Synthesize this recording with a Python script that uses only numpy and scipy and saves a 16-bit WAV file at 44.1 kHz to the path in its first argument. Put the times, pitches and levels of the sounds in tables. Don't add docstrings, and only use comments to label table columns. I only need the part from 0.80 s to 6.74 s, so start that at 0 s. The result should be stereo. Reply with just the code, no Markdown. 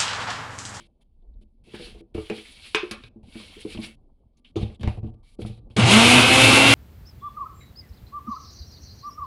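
import sys
import numpy as np
from scipy import signal
from scipy.fft import rfft, irfft, next_fast_len
from scipy.io import wavfile
from scipy.ndimage import uniform_filter1d

SR = 44100
rng = np.random.default_rng(int(sys.argv[2]) if len(sys.argv) > 2 else 0)


def store_pcm(level_fs):
    pcm = np.round(np.clip(level_fs, -1, 1) * 32767).astype(np.int16)
    wavfile.write(sys.argv[1], SR, np.atleast_2d(pcm).T)


def elevation(decibels):
    levels = np.asarray(decibels, float)
    return 10 ** (levels / 20)


N = 261947
T = np.arange(N) / SR


def rms_one(x):
    return x / np.sqrt(np.mean(x ** 2) + 1e-20)


def in_time(rows):
    s, value = np.transpose(rows)
    return np.interp(T, s, value)


def at_hz(points, hz):
    point_hz, value = np.transpose(points)
    return np.interp(np.log(hz + 1), np.log(point_hz), value)


def drift(rate_hz, size=N):
    knot_hz = 400
    knots = rng.standard_normal(int(size / SR * knot_hz) + knot_hz + 2)
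    r = np.exp(-2 * np.pi * rate_hz / knot_hz)
    slow = signal.lfilter([1], [1, -2 * r, r * r], knots)
    slow = rms_one(slow[knot_hz:])
    return np.interp(np.arange(size) / SR * knot_hz, np.arange(len(slow)), slow)


def ring(clicks, hz, t60_s):
    r = elevation(-60 / (t60_s * SR))
    w = 2 * np.pi * hz / SR
    return signal.lfilter([0, np.sin(w)], [1, -2 * r * np.cos(w), r * r], clicks + 1e-18)


def treble(x, hz):
    return x - signal.sosfiltfilt(signal.butter(2, hz, fs=SR, output="sos"), x)


def swells(rows, t):
    s, db, rise_s, fall_s = np.transpose(rows)[..., None]
    away = np.maximum((s - t) / rise_s, (t - s) / fall_s)
    return elevation(np.max(db - 20 * away, axis=0))


# f/Hz, likeness/1
LIKENESS = [(60, 0.85), (130, 1), (270, 1), (400, .95), (570, 0.78), (1220, -0.38), (2580, -0.22),
            (5480, 0.18), (11600, -1.2)]


def noise(spectrum, patchy_db=0., rate_hz=15, size=N):
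    padded = next_fast_len(size)
    hz = np.arange(padded // 2 + 1) * SR / padded
    alike = np.clip(at_hz(LIKENESS, hz), -1, 1)
    mid, side = rfft(rng.standard_normal((2, size)), padded) * elevation(at_hz(spectrum, hz))
    pair = np.sqrt(1 + alike) * mid + np.sqrt(1 - alike) * side * [[1], [-1]]
    if not patchy_db:
        return rms_one(irfft(pair, padded)[:, :size])
    octave = np.log2(hz + 1)
    out = np.zeros((2, size))
    for k in range(4, 15):
        if 2 ** (k - 1) < spectrum[-1][0]:
            share = np.clip(1 - abs(octave - k), 0, 1)
            flicker = elevation(patchy_db * drift(rate_hz, size))
            out += irfft(pair * share, padded)[:, :size] * flicker
    return rms_one(out)


def kitchen(x):
    t60_s, level_db = 0.27, -6
    t = T[:SR // 2]
    tail = rng.standard_normal((2, len(t))) * elevation(-60 * t / t60_s) * (t > .004)
    tail = signal.sosfilt(signal.butter(2, [520, 4800], "band", fs=SR, output="sos"), tail)
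    tail = tail / np.sqrt(np.sum(tail ** 2) / 2)
    return x + elevation(level_db) * signal.fftconvolve(x, tail, axes=1)[:, :N]


# opens t/s, shuts t/s, airy top re hiss level/dB, lower edge re hiss level/dB
GATE = [(0.0, 0.073, -19, -3), (0.208, 0.234, -5, -6), (0.611, 0.638, -8, -2), (0.838, 1.215, -14, -6),
        (1.343, 1.947, -10, -1), (1.947, 2.288, -13, -2), (2.43, 3.155, -11, -1), (3.57, 3.6, 3, -8),
        (3.645, 3.715, -25, -5), (3.757, 3.965, -19, -6), (3.995, 4.197, -11, -4), (4.228, 4.305, -20, -2),
        (4.338, 4.35, -20, -2), (4.43, 4.555, -6, -3), (4.588, 4.797, -9, -7), (4.9, 5.1, -14, -5)]
# peak t/s, level/dB, rise per 20 dB t/s, fall per 20 dB t/s
RUSTLES = [(0.0, -54.5, .01, .1), (0.218, -73.5, .011, .025), (0.626, -75, .025, .02),
           (0.875, -63, .05, .3), (1.19, -62, .2, .2), (2.0, -56, .1, .7), (4.344, -78, .02, .02),
           (0.948, -46, .03, .1), (1.05, -42, .16, .11), (1.37, -53, .2, .5), (1.58, -46, .12, .12),
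           (1.7, -52.5, 1.5, 2.5), (1.862, -46, .12, .1), (2.116, -40, .008, .045), (2.24, -59, .1, .05),
           (2.58, -48, .12, .45), (2.815, -46, .05, .07), (2.93, -44, .13, .09), (3.045, -40, .07, .075),
           (3.575, -82, .01, .05), (3.646, -63, .01, .11), (3.765, -46, .012, .2), (3.83, -46, .2, .04),
           (3.95, -66, .02, .03), (4.012, -55, .008, .08), (4.033, -57, .045, .06), (4.076, -54, .007, .12),
           (4.272, -73, .04, .04), (4.49, -68, .12, .3), (4.62, -50, .03, .04), (4.664, -50, .012, .08),
           (4.905, -67, .01, .12)]
RUSTLE_TOP_DB = -40


def suppressor():
    level, top, edge, gate = np.zeros((4, N))
    for opens_s, shuts_s, airy_db, edge_db in GATE:
        inside = (T >= opens_s) & (T < shuts_s)
        passed = [row for row in RUSTLES if opens_s - .03 < row[0] < shuts_s]
        level[inside] = np.minimum(swells(passed, T[inside]), elevation(RUSTLE_TOP_DB))
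        top[inside] = level[inside] * elevation(airy_db + 11)
        edge[inside] = level[inside] * elevation(edge_db)
        gate[inside] = 1
    return uniform_filter1d([level, top, edge, gate], size=250)


# f/Hz, level/dB per Hz
HISS = [(410, -47), (700, -13), (1290, -77), (1790, -37), (2220, 2.5), (2560, -3.5), (2750, 2.5),
        (4380, -0.5), (6270, -20.5), (10500, -11.5), (12100, -34), (15700, -67.5), (22000, -120)]
# f/Hz, width/Hz, level/dB
HISS_PEAKS = [(2300, 120, -9), (2650, 150, -9), (3150, 300, -7), (1600, 80, -28)]


def hiss_and_rustle(level, top_level, edge_level):
    white = rng.standard_normal((2, N))
    hiss = noise(HISS, patchy_db=2.0, rate_hz=25)
    for hz, width_hz, db in HISS_PEAKS:
        hiss = hiss + elevation(db + 4 * drift(6)) * rms_one(ring(white, hz, 2.2 / width_hz))
    top = treble(hiss, 5500)
    edge = hiss - treble(hiss, 2750)
    middle = hiss - top - edge
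    out = (elevation(1.5) * level + elevation(-83.5)) * middle
    out += (elevation(1.5) * edge_level + elevation(-84)) * edge
    return out + elevation(6) * (top_level + elevation(-79)) * top


# t/s, deep level/dB, sliding level/dB, rise or fall per 20 dB t/s
SHOVES = [(0.0, -58, -62, .15), (0.56, -46, -66, .25), (1.0, -58, -48, .14), (1.12, -45, -60, .2),
          (1.38, -42, -50, .1), (1.8, -70, -57, .3), (2.2, -56, -58, .4), (2.6, -60, -54, .8),
          (2.96, -50, -45, .2), (3.2, -62, -60, .3), (3.88, -45, -42, .12), (3.97, -60, -58, .1),
          (4.22, -41, -44, .2), (4.38, -50, -60, .2), (4.66, -45, -58, .25), (4.85, -49, -52, .14)]
# f/Hz, level/dB per Hz
SLIDING = [(41, -16), (70, 0), (107, -8.5), (183, -11.5), (228, -6), (310, -15.5), (945, -23), (1500, -39),
           (1950, -55), (3300, -120)]
STILL_DEEP_DB, STILL_SLIDING_DB, SLIDING_TOP_DB = -63, -68, -50


def shoves():
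    deep_level = elevation(STILL_DEEP_DB) + swells([(s, db, span_s, span_s) for s, db, _, span_s in SHOVES], T)
    sliding_level = elevation(STILL_SLIDING_DB) + swells([(s, db, span_s, span_s) for s, _, db, span_s in SHOVES], T)
    deep_spectrum = [(12, -28.5), (25, 13), (60, 4), (110, -16.5), (300, -85.5)]      # Hz, dB per Hz
    deep = noise(deep_spectrum, patchy_db=2.0, rate_hz=6)
    sliding = noise(SLIDING, patchy_db=4.5, rate_hz=19)
    return deep_level * deep + np.minimum(sliding_level, elevation(SLIDING_TOP_DB)) * sliding


# f/Hz, level/dB, t60 factor/1
BODY = [(76.5, 4, 1.2), (110.3, 2, 1.44), (150, -11.5, 1.6), (210, 2, 1.3), (288, -2, 0.65),
        (339.9, 3, 1.03), (422.8, -0.5, 0.94), (480, -1, 0.85), (600, -3.5, 0.7), (754.6, -4, 0.55),
        (888, -7, .4), (1140, -14, .5)]
# f/Hz, level/dB per Hz
CRACK = [(290, -28), (500, -8), (716, -18.5), (1110, -8.5), (1920, -13.5), (2540, -5.5), (6540, -27),
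         (10200, -35), (12100, -41), (15700, -50), (22000, -120)]
# t/s, peak level/dB, favoured f/Hz, crack re peak level/dB
JAR_KNOCKS = [(0.004, -52, 320, -25), (0.425, -60, 500, -25), (0.613, -50, 250, -29),
              (0.872, -44, 331, -28), (0.937, -28, 330, -21), (0.997, -33, 400, -19), (1.069, -40, 334, -7),
              (1.148, -40, 420, -25), (1.207, -37, 330, -26), (1.347, -19.5, 346, -26),
              (1.35, -25, 76, -40), (1.377, -23, 400, -26), (1.378, -27, 100, -40), (1.499, -20, 420, -10),
              (1.508, -23, 200, -37), (1.577, -35, 355, -14)]
# t/s, peak level/dB, favoured f/Hz, crack re peak level/dB
LID_KNOCKS = [(1.947, -23.5, 418, 8.5), (2.031, -30, 380, -19), (2.111, -28, 221, -1),
              (2.238, -38, 105, -15), (2.359, -34, 200, -36), (2.431, -40, 108, -28),
              (2.554, -30, 250, -17), (2.601, -38, 208, -6), (2.767, -43, 150, -37), (2.85, -23, 250, -33),
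              (2.949, -24, 212, -27), (2.972, -23, 150, -28), (2.987, -20, 205, -43), (3.03, -33, 210, -30),
              (3.07, -36, 220, -30)]
# t/s, peak level/dB, favoured f/Hz, crack re peak level/dB
BASE_KNOCKS = [(3.758, -22, 330, -22), (3.766, -20, 110, -35), (3.796, -22, 112, -30),
               (3.812, -19, 120, -28), (3.829, -12.5, 111, -38), (3.899, -30, 113, -28),
               (3.996, -36, 200, -25), (4.009, -27, 110, -27), (4.032, -18, 131, -17),
               (4.043, -15, 80, -49), (4.075, -9, 98, -26), (4.174, -25, 100, -34), (4.23, -23, 110, -42),
               (4.243, -26, 210, -38), (4.275, -27, 100, -39), (4.338, -36.5, 105, -46),
               (4.589, -22, 300, -45), (4.617, -22, 120, -25), (4.648, -20, 130, -32),
               (4.697, -26.5, 112, -28), (4.777, -38, 109, -25), (4.901, -38, 100, -24),
               (4.9665, -18.5, 337, -4), (4.98, -17, 210, -24)]
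JAR_RING_S, LID_RING_S, BASE_RING_S = .12, .11, .15
MIDDLING_DB, DAMPING_PER_DB = -25, .17
SPREAD_DB = 2


def knocks():
    body, crack = np.zeros((2, N)), np.zeros(N)
    blows = [(*row, JAR_RING_S) for row in JAR_KNOCKS]
    blows += [(*row, LID_RING_S) for row in LID_KNOCKS]
    blows += [(*row, BASE_RING_S) for row in BASE_KNOCKS]
    luck = rng.standard_normal((len(blows), len(BODY), 2))
    hz, mode_db, lasting = np.transpose(BODY)
    for (s, db, pitch_hz, crack_db, ring_s), chance in zip(blows, luck):
        t60_s = ring_s * elevation(DAMPING_PER_DB * (MIDDLING_DB - db))
        i = round(s * SR)
        t = T[:round(1.5 * t60_s * SR)]
        off_pitch_db = np.minimum(13 * abs(np.log2(hz / pitch_hz)), 19)
        level = elevation(db + mode_db - 6 - off_pitch_db + SPREAD_DB * chance[:, 0])
        level = level * np.sign(chance[:, 1])
        tuned_hz = hz * (1 + 0.035 * chance[:, 1])
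        modes = np.sin(2 * np.pi * np.outer(tuned_hz, t)) * elevation(-60 * np.outer(1 / (lasting * t60_s), t))
        soft = 1 - np.exp(-t / 0.0013)
        right_gain = elevation(0.94 + 3.6 * chance[::-1, 0] * hz / 1000)
        body[0, i:i + len(t)] += soft * (level @ modes)
        body[1, i:i + len(t)] += soft * (level * right_gain @ modes)
        decay = 1.0 * elevation(-60 * t / 0.012) + 0.75 * elevation(-60 * t / .05) + 0.06 * elevation(-60 * t / 0.15)
        crack[i:i + len(t)] += elevation(db + crack_db - 1.5) * decay
    return body + crack * noise(CRACK)


# t/s, peak level/dB, f/Hz, t60 t/s
TICKS = [(0.2151, -62, 3540, .05), (0.421, -57, 3500, .04), (0.538, -58, 4000, .04),
         (0.615, -63, 3200, .07), (0.94, -42, 900, .1), (0.943, -41, 1200, .08), (0.945, -46, 1700, .7),
         (0.9215, -44, 3270, .05), (0.9444, -35, 3190, .07), (1.03, -40, 3100, .25), (1.349, -41, 1200, .3),
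         (1.349, -33, 580, .2), (1.3789, -38, 2730, .08), (1.4667, -40, 2650, .06),
         (1.4987, -30, 2630, .08), (1.499, -28, 560, .1), (1.522, -37, 2700, .07), (1.582, -36, 2300, .09),
         (1.585, -38, 2700, .09), (1.84, -41, 2700, .35), (1.949, -33, 8500, .1), (1.948, -30, 6000, .08),
         (2.031, -40, 2500, .06), (2.1108, -27, 4600, .07), (2.111, -32, 6200, .06),
         (2.1112, -33, 9500, .07), (2.237, -40, 3800, .1), (2.5238, -46, 2990, .06),
         (2.5458, -41, 2350, .08), (2.7892, -42, 2600, .1), (2.9, -40, 3020, .1), (2.9309, -38, 2510, .1),
         (2.85, -44, 1100, .05), (2.946, -42, 1200, .08), (2.9738, -33, 2900, .05), (2.974, -42, 950, .05),
         (2.359, -47, 650, .06), (2.432, -50, 750, .1), (2.546, -45, 700, .15), (2.975, -38, 650, .12),
         (2.112, -36, 550, .15), (1.5, -36, 800, .2), (1.862, -40, 2350, .15), (1.65, -45, 2350, .4),
         (3.045, -42, 5500, .1), (3.0152, -40, 4600, .1), (3.0302, -37, 2800, .2),
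         (3.5707, -63, 6390, .05), (3.647, -44, 3150, .14), (3.76, -48, 6500, .2),
              (3.7647, -34, 3550, .08), (3.765, -33, 760, .15), (3.8281, -34, 3500, .07),
              (3.8285, -38, 2480, .04), (3.9, -50, 2200, .05), (3.9453, -47, 3430, .07),
              (3.9455, -58, 8500, .06), (3.9962, -50, 3200, .04), (4.0097, -43, 3200, .07),
              (4.0321, -37, 1500, .05), (4.0323, -40, 4000, .05), (4.0745, -29, 2150, .07),
              (4.074, -27, 900, .09), (3.76, -36, 1150, .2), (4.011, -38, 720, .06), (4.171, -34, 800, .06),
              (4.228, -42, 600, .05), (3.812, -34, 750, .06), (3.898, -44, 750, .07),
              (4.0322, -28, 850, .06), (4.617, -34, 750, .05), (4.648, -34, 750, .05),
              (4.901, -52, 1000, .05), (4.985, -22, 700, .15), (4.2426, -57, 1500, .05),
              (4.2656, -57, 2800, .08), (4.5938, -46, 1300, .05), (4.6178, -38, 3300, .07),
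              (4.649, -41, 1300, .04), (4.6622, -38, 3500, .07), (4.72, -54, 3900, .4),
              (4.9076, -52, 3100, .08), (4.967, -22, 2600, .06), (4.993, -36, 9000, .06)]
TICK_RING_CYCLES = 9.0


def ticks():
    out = np.zeros((2, N))
    t = T[:SR // 6]
    rows = TICKS
    puffs = rng.standard_normal((len(rows), 2, len(t)))
    for (s, db, hz, t60_s), puff in zip(rows, puffs):
        ring_s = TICK_RING_CYCLES / hz
        tuned = rms_one(ring(ring(puff, hz, ring_s), hz, ring_s))
        envelope = elevation(db - 4.0 - 60 * t / t60_s) * (1 - np.exp(-t / .0006))
        out[:, round(s * SR):][:, :len(t)] += envelope * tuned
    return out


# t/s, peak level/dB
LID_HITS = [
    (1.9471, -3),
    (2.1115, -23),
    (2.2369, -30),
]
# f/Hz, level/dB, t60 t/s
LID = [(420, -14, .06), (1020, -15, .06), (1300, -19, .04), (1600, -12, .045), (1850, -18, .04),
       (2300, -9, .04), (2450, -7, .03), (2650, -9, .03), (2950, -12, .03), (3500, -13, .025),
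       (4000, -11, .02), (4960, -18, .02), (5640, -22, .02)]


def lid():
    out = np.zeros((2, N))
    hit_s, hit_db = np.transpose(LID_HITS)
    at = np.round(hit_s * SR).astype(int)
    for hz, mode_db, t60_s in LID:
        clicks = np.zeros((2, N))
        strength = rng.normal(1, 0.13, (2, len(at))) * rng.choice([-1, 1])
        clicks[:, at] = elevation(hit_db + mode_db - 8) * strength
        out += ring(clicks, hz, t60_s)
    return out


# t/s, peak level/dB, from f/Hz, to f/Hz, t60 t/s
POPS = [
    (1.9475, -21, 400, 450, .13),
    (2.0315, -20, 380, 355, .1),
    (2.7665, -37, 300, 500, .09),
    (2.8505, -21, 260, 560, .055),
    (3.763, -16, 350, 400, .06),
    (4.984, -8, 200, 215, .08),
]
POP_GLIDE_S = .012


def pops():
    out = np.zeros(N)
    t = T[:SR // 5]
    for s, db, from_hz, to_hz, t60_s in POPS:
        hz = to_hz + (from_hz - to_hz) * np.exp(-t / POP_GLIDE_S)
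        envelope = elevation(db - 60 * t / t60_s) * (1 - np.exp(-t / .0015))
        out[round(s * SR):][:len(t)] += envelope * np.sin(2 * np.pi * np.cumsum(hz) / SR)
    return out


def appliance():
    whine_hz, whine_db, on_s = 1170, -83, 3.55
    level = elevation(whine_db + 3.5 * drift(5)) * (T > on_s)
    return level * np.sin(2 * np.pi * whine_hz * T + .8 * drift(15))


# order/1, level/dB
SHAFT_ORDERS = [(1.25, -36.5), (2.5, -35.5), (3.5, -45), (4, -29), (5, -29), (6, -33), (12, -34.5),
                (13, -39.5)]
# f/Hz, level/dB
SHAFT_ANSWER = [(70, -42), (110, -31), (160, -30), (200, -22), (220, -10), (243, -20), (250, -15.5),
                (256, -27), (270, -21)]
# f/Hz, level/dB
SECOND_ANSWER = [(140, -31), (400, -40), (440, -27), (466, -35), (494, -27), (503, -40), (525, -26),
                 (545, -35)]
# f/Hz, level/dB
THIRD_ANSWER = [(200, -35), (600, -44), (700, -25), (725, -38), (742, -24), (753, -40), (780, -27),
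                (815, -44)]
FAN_DB, FAN_DB_PER_TURN = -14, .28


def shaft_and_fan(turns_hz, angle):
    size = len(angle)
    tones = elevation(at_hz(SHAFT_ANSWER, turns_hz) + 2.5) * np.sin(angle)
    tones = tones + elevation(at_hz(SECOND_ANSWER, 2 * turns_hz) + 5.5) * np.sin(2 * angle)
    tones = tones + elevation(at_hz(THIRD_ANSWER, 3 * turns_hz) + 6.5) * np.sin(3 * angle)
    for k, db in SHAFT_ORDERS:
        phase = k * rng.uniform(0, .4, (2, 1))
        tones = tones + elevation(db + 4 * drift(5, size)) * np.sin(k * angle + phase)
    fan_db = FAN_DB + FAN_DB_PER_TURN * (turns_hz - turns_hz[-1])
    fan_level = elevation(fan_db + 0.3 + 1.0 * drift(8, size))
    return tones + fan_level * np.sin(10 * angle + [[0], [-.3]])


# peak t/s, level/dB, rise per 20 dB t/s, fall per 20 dB t/s
SURGES = [
    (5.03, -11, .06, .08),
    (5.38, -16, .06, .1),
    (5.64, -26, .1, .1),
    (5.9, -22, .04, .08),
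]
BUZZ_DB = -28


def mains_buzz(t):
    size = len(t)
    level = (elevation(BUZZ_DB) + swells(SURGES, t)) * elevation(3.0 * drift(4.9, size))
    return level * np.sin(2 * np.pi * 118 * T[:size] + 1.0 * drift(10, size))


# f/Hz, level/dB per Hz
ROAR = [(18, -62), (30, -28.5), (113, -5), (169, -20), (229, -5), (302, -15.5), (334, -7), (524, -17.5),
        (565, -14.5), (691, -12.5), (1350, -12.5), (1840, -17), (2090, -10), (2680, -7.5), (5830, -21.5),
        (10400, -21), (12100, -36), (13000, -46), (15700, -53), (16500, -120), (22000, -120)]
# f/Hz, width/Hz, level/dB
HOUSING = [(317, 40, -11.5), (507, 50, -7), (690, 70, -6), (949, 50, -11), (1181, 67, -9), (2150, 200, 3),
           (2350, 200, 3), (2600, 300, -5), (3250, 300, 6), (3600, 250, 3), (4150, 330, 3)]
# t/s, level/dB
LOAD = [(4.966, -25), (4.99, -25), (5.0, -22), (5.05, -23), (5.062, -18), (5.095, -16), (5.11, -13),
        (5.21, -15), (5.3, -13.5), (5.39, -14), (5.46, -17.5), (5.53, -15), (5.7, -14.5), (5.83, -15.5),
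        (5.91, -14.5)]


def chopping_roar(turns_hz, angle, load_db):
    size = len(angle)
    roar = noise(ROAR, patchy_db=1.4, rate_hz=16, size=size)
    hits_per_s = 1500
    struck = (rng.random(size) < hits_per_s / SR) * elevation(2.3 * np.minimum(rng.exponential(1, size), 3))
    rattle = 0
    for hz, width_hz, db in HOUSING:
        ports = 1 if hz < 800 else 2
        clicks = struck * rng.standard_normal((ports, size))
        rattle = rattle + elevation(db) * ring(clicks, hz, 4.0 / width_hz)
    slow = 1 - turns_hz / turns_hz[-1]
    dull = roar - treble(roar, 1100)
    brushes = treble(roar, 8500)
    roar = roar + dull * 1.0 * slow ** 2 + brushes * 1.2 * slow ** 2
    for _ in range(5):
        roar = roar - treble(roar, 13000) * np.minimum(6.0 * slow ** 2, 1)
    roar = treble(roar, 45)
    beat = 1 + 0.073 * np.sin(angle)
    return elevation(load_db + 1.1) * (roar * beat + 0.38 * rms_one(rattle))


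# t/s, shaft f/Hz
SPEED = [(4.97, 60), (5.046, 131), (5.094, 186), (5.14, 212), (5.22, 233), (5.3, 245), (5.445, 254.6),
         (5.72, 268.3), (5.94, 276.5)]
SWITCH_ON_S = 4.964


def motor():
    first = round(SWITCH_ON_S * SR)
    size = N - first
    turns_hz = in_time(SPEED)[first:]
    angle = 2 * np.pi * np.cumsum(turns_hz * (1 + .0015 * drift(12, size))) / SR
    tones = shaft_and_fan(turns_hz, angle) + mains_buzz(T[first:])
    roar = chopping_roar(turns_hz, angle, in_time(LOAD)[first:])
    out = np.zeros((2, 2, N))
    out[..., first:] = np.array([tones, roar]) * (1 - np.exp(-T[:size] / 0.0026))
    return out


def scene():
    *hiss_levels, gate = suppressor()
    blows = kitchen(lid() + knocks() + pops())
    blows = signal.sosfilt(signal.butter(6, 11500, fs=SR, output="sos"), blows)
    handling = blows + hiss_and_rustle(*hiss_levels) + shoves()
    dimming = (1 - elevation(-13)) * (1 - gate)
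    handling = handling - treble(handling, 790) * dimming
    tones, roar = motor()
    return handling + ticks() * (1 - dimming) + appliance() + tones + kitchen(roar)


def band_limit(x):
    return signal.sosfilt(signal.butter(12, 15900, fs=SR, output="sos"), x)


# f/Hz, left minus right level/dB
PORTS = [(60, -1), (110, -2), (190, -0.5), (350, 1), (620, -5), (1120, 1.5), (2010, 1), (3610, 9.5),
         (6470, -4.5), (11600, -59.5)]
# f/Hz, phase/rad
LEFT_LAG = [(20, 0), (340, -.05), (520, -.5), (950, -1.1), (1800, -1.3)]


def record(dry):
    size = next_fast_len(N + SR // 2)
    hz = np.arange(size // 2 + 1) * SR / size
    tilt_db = at_hz(PORTS, hz)
    left = np.sqrt(2 / (1 + elevation(-2 * tilt_db)))
    right = left * elevation(-tilt_db)
    responses = [left * np.exp(1j * at_hz(LEFT_LAG, hz)), right]
    ports = irfft(rfft(dry, size) * responses, size)[:, :N]
    mix = np.clip(ports, -1, 1)
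    return band_limit(mix)


dry = scene()
out = record(dry)
store_pcm(out)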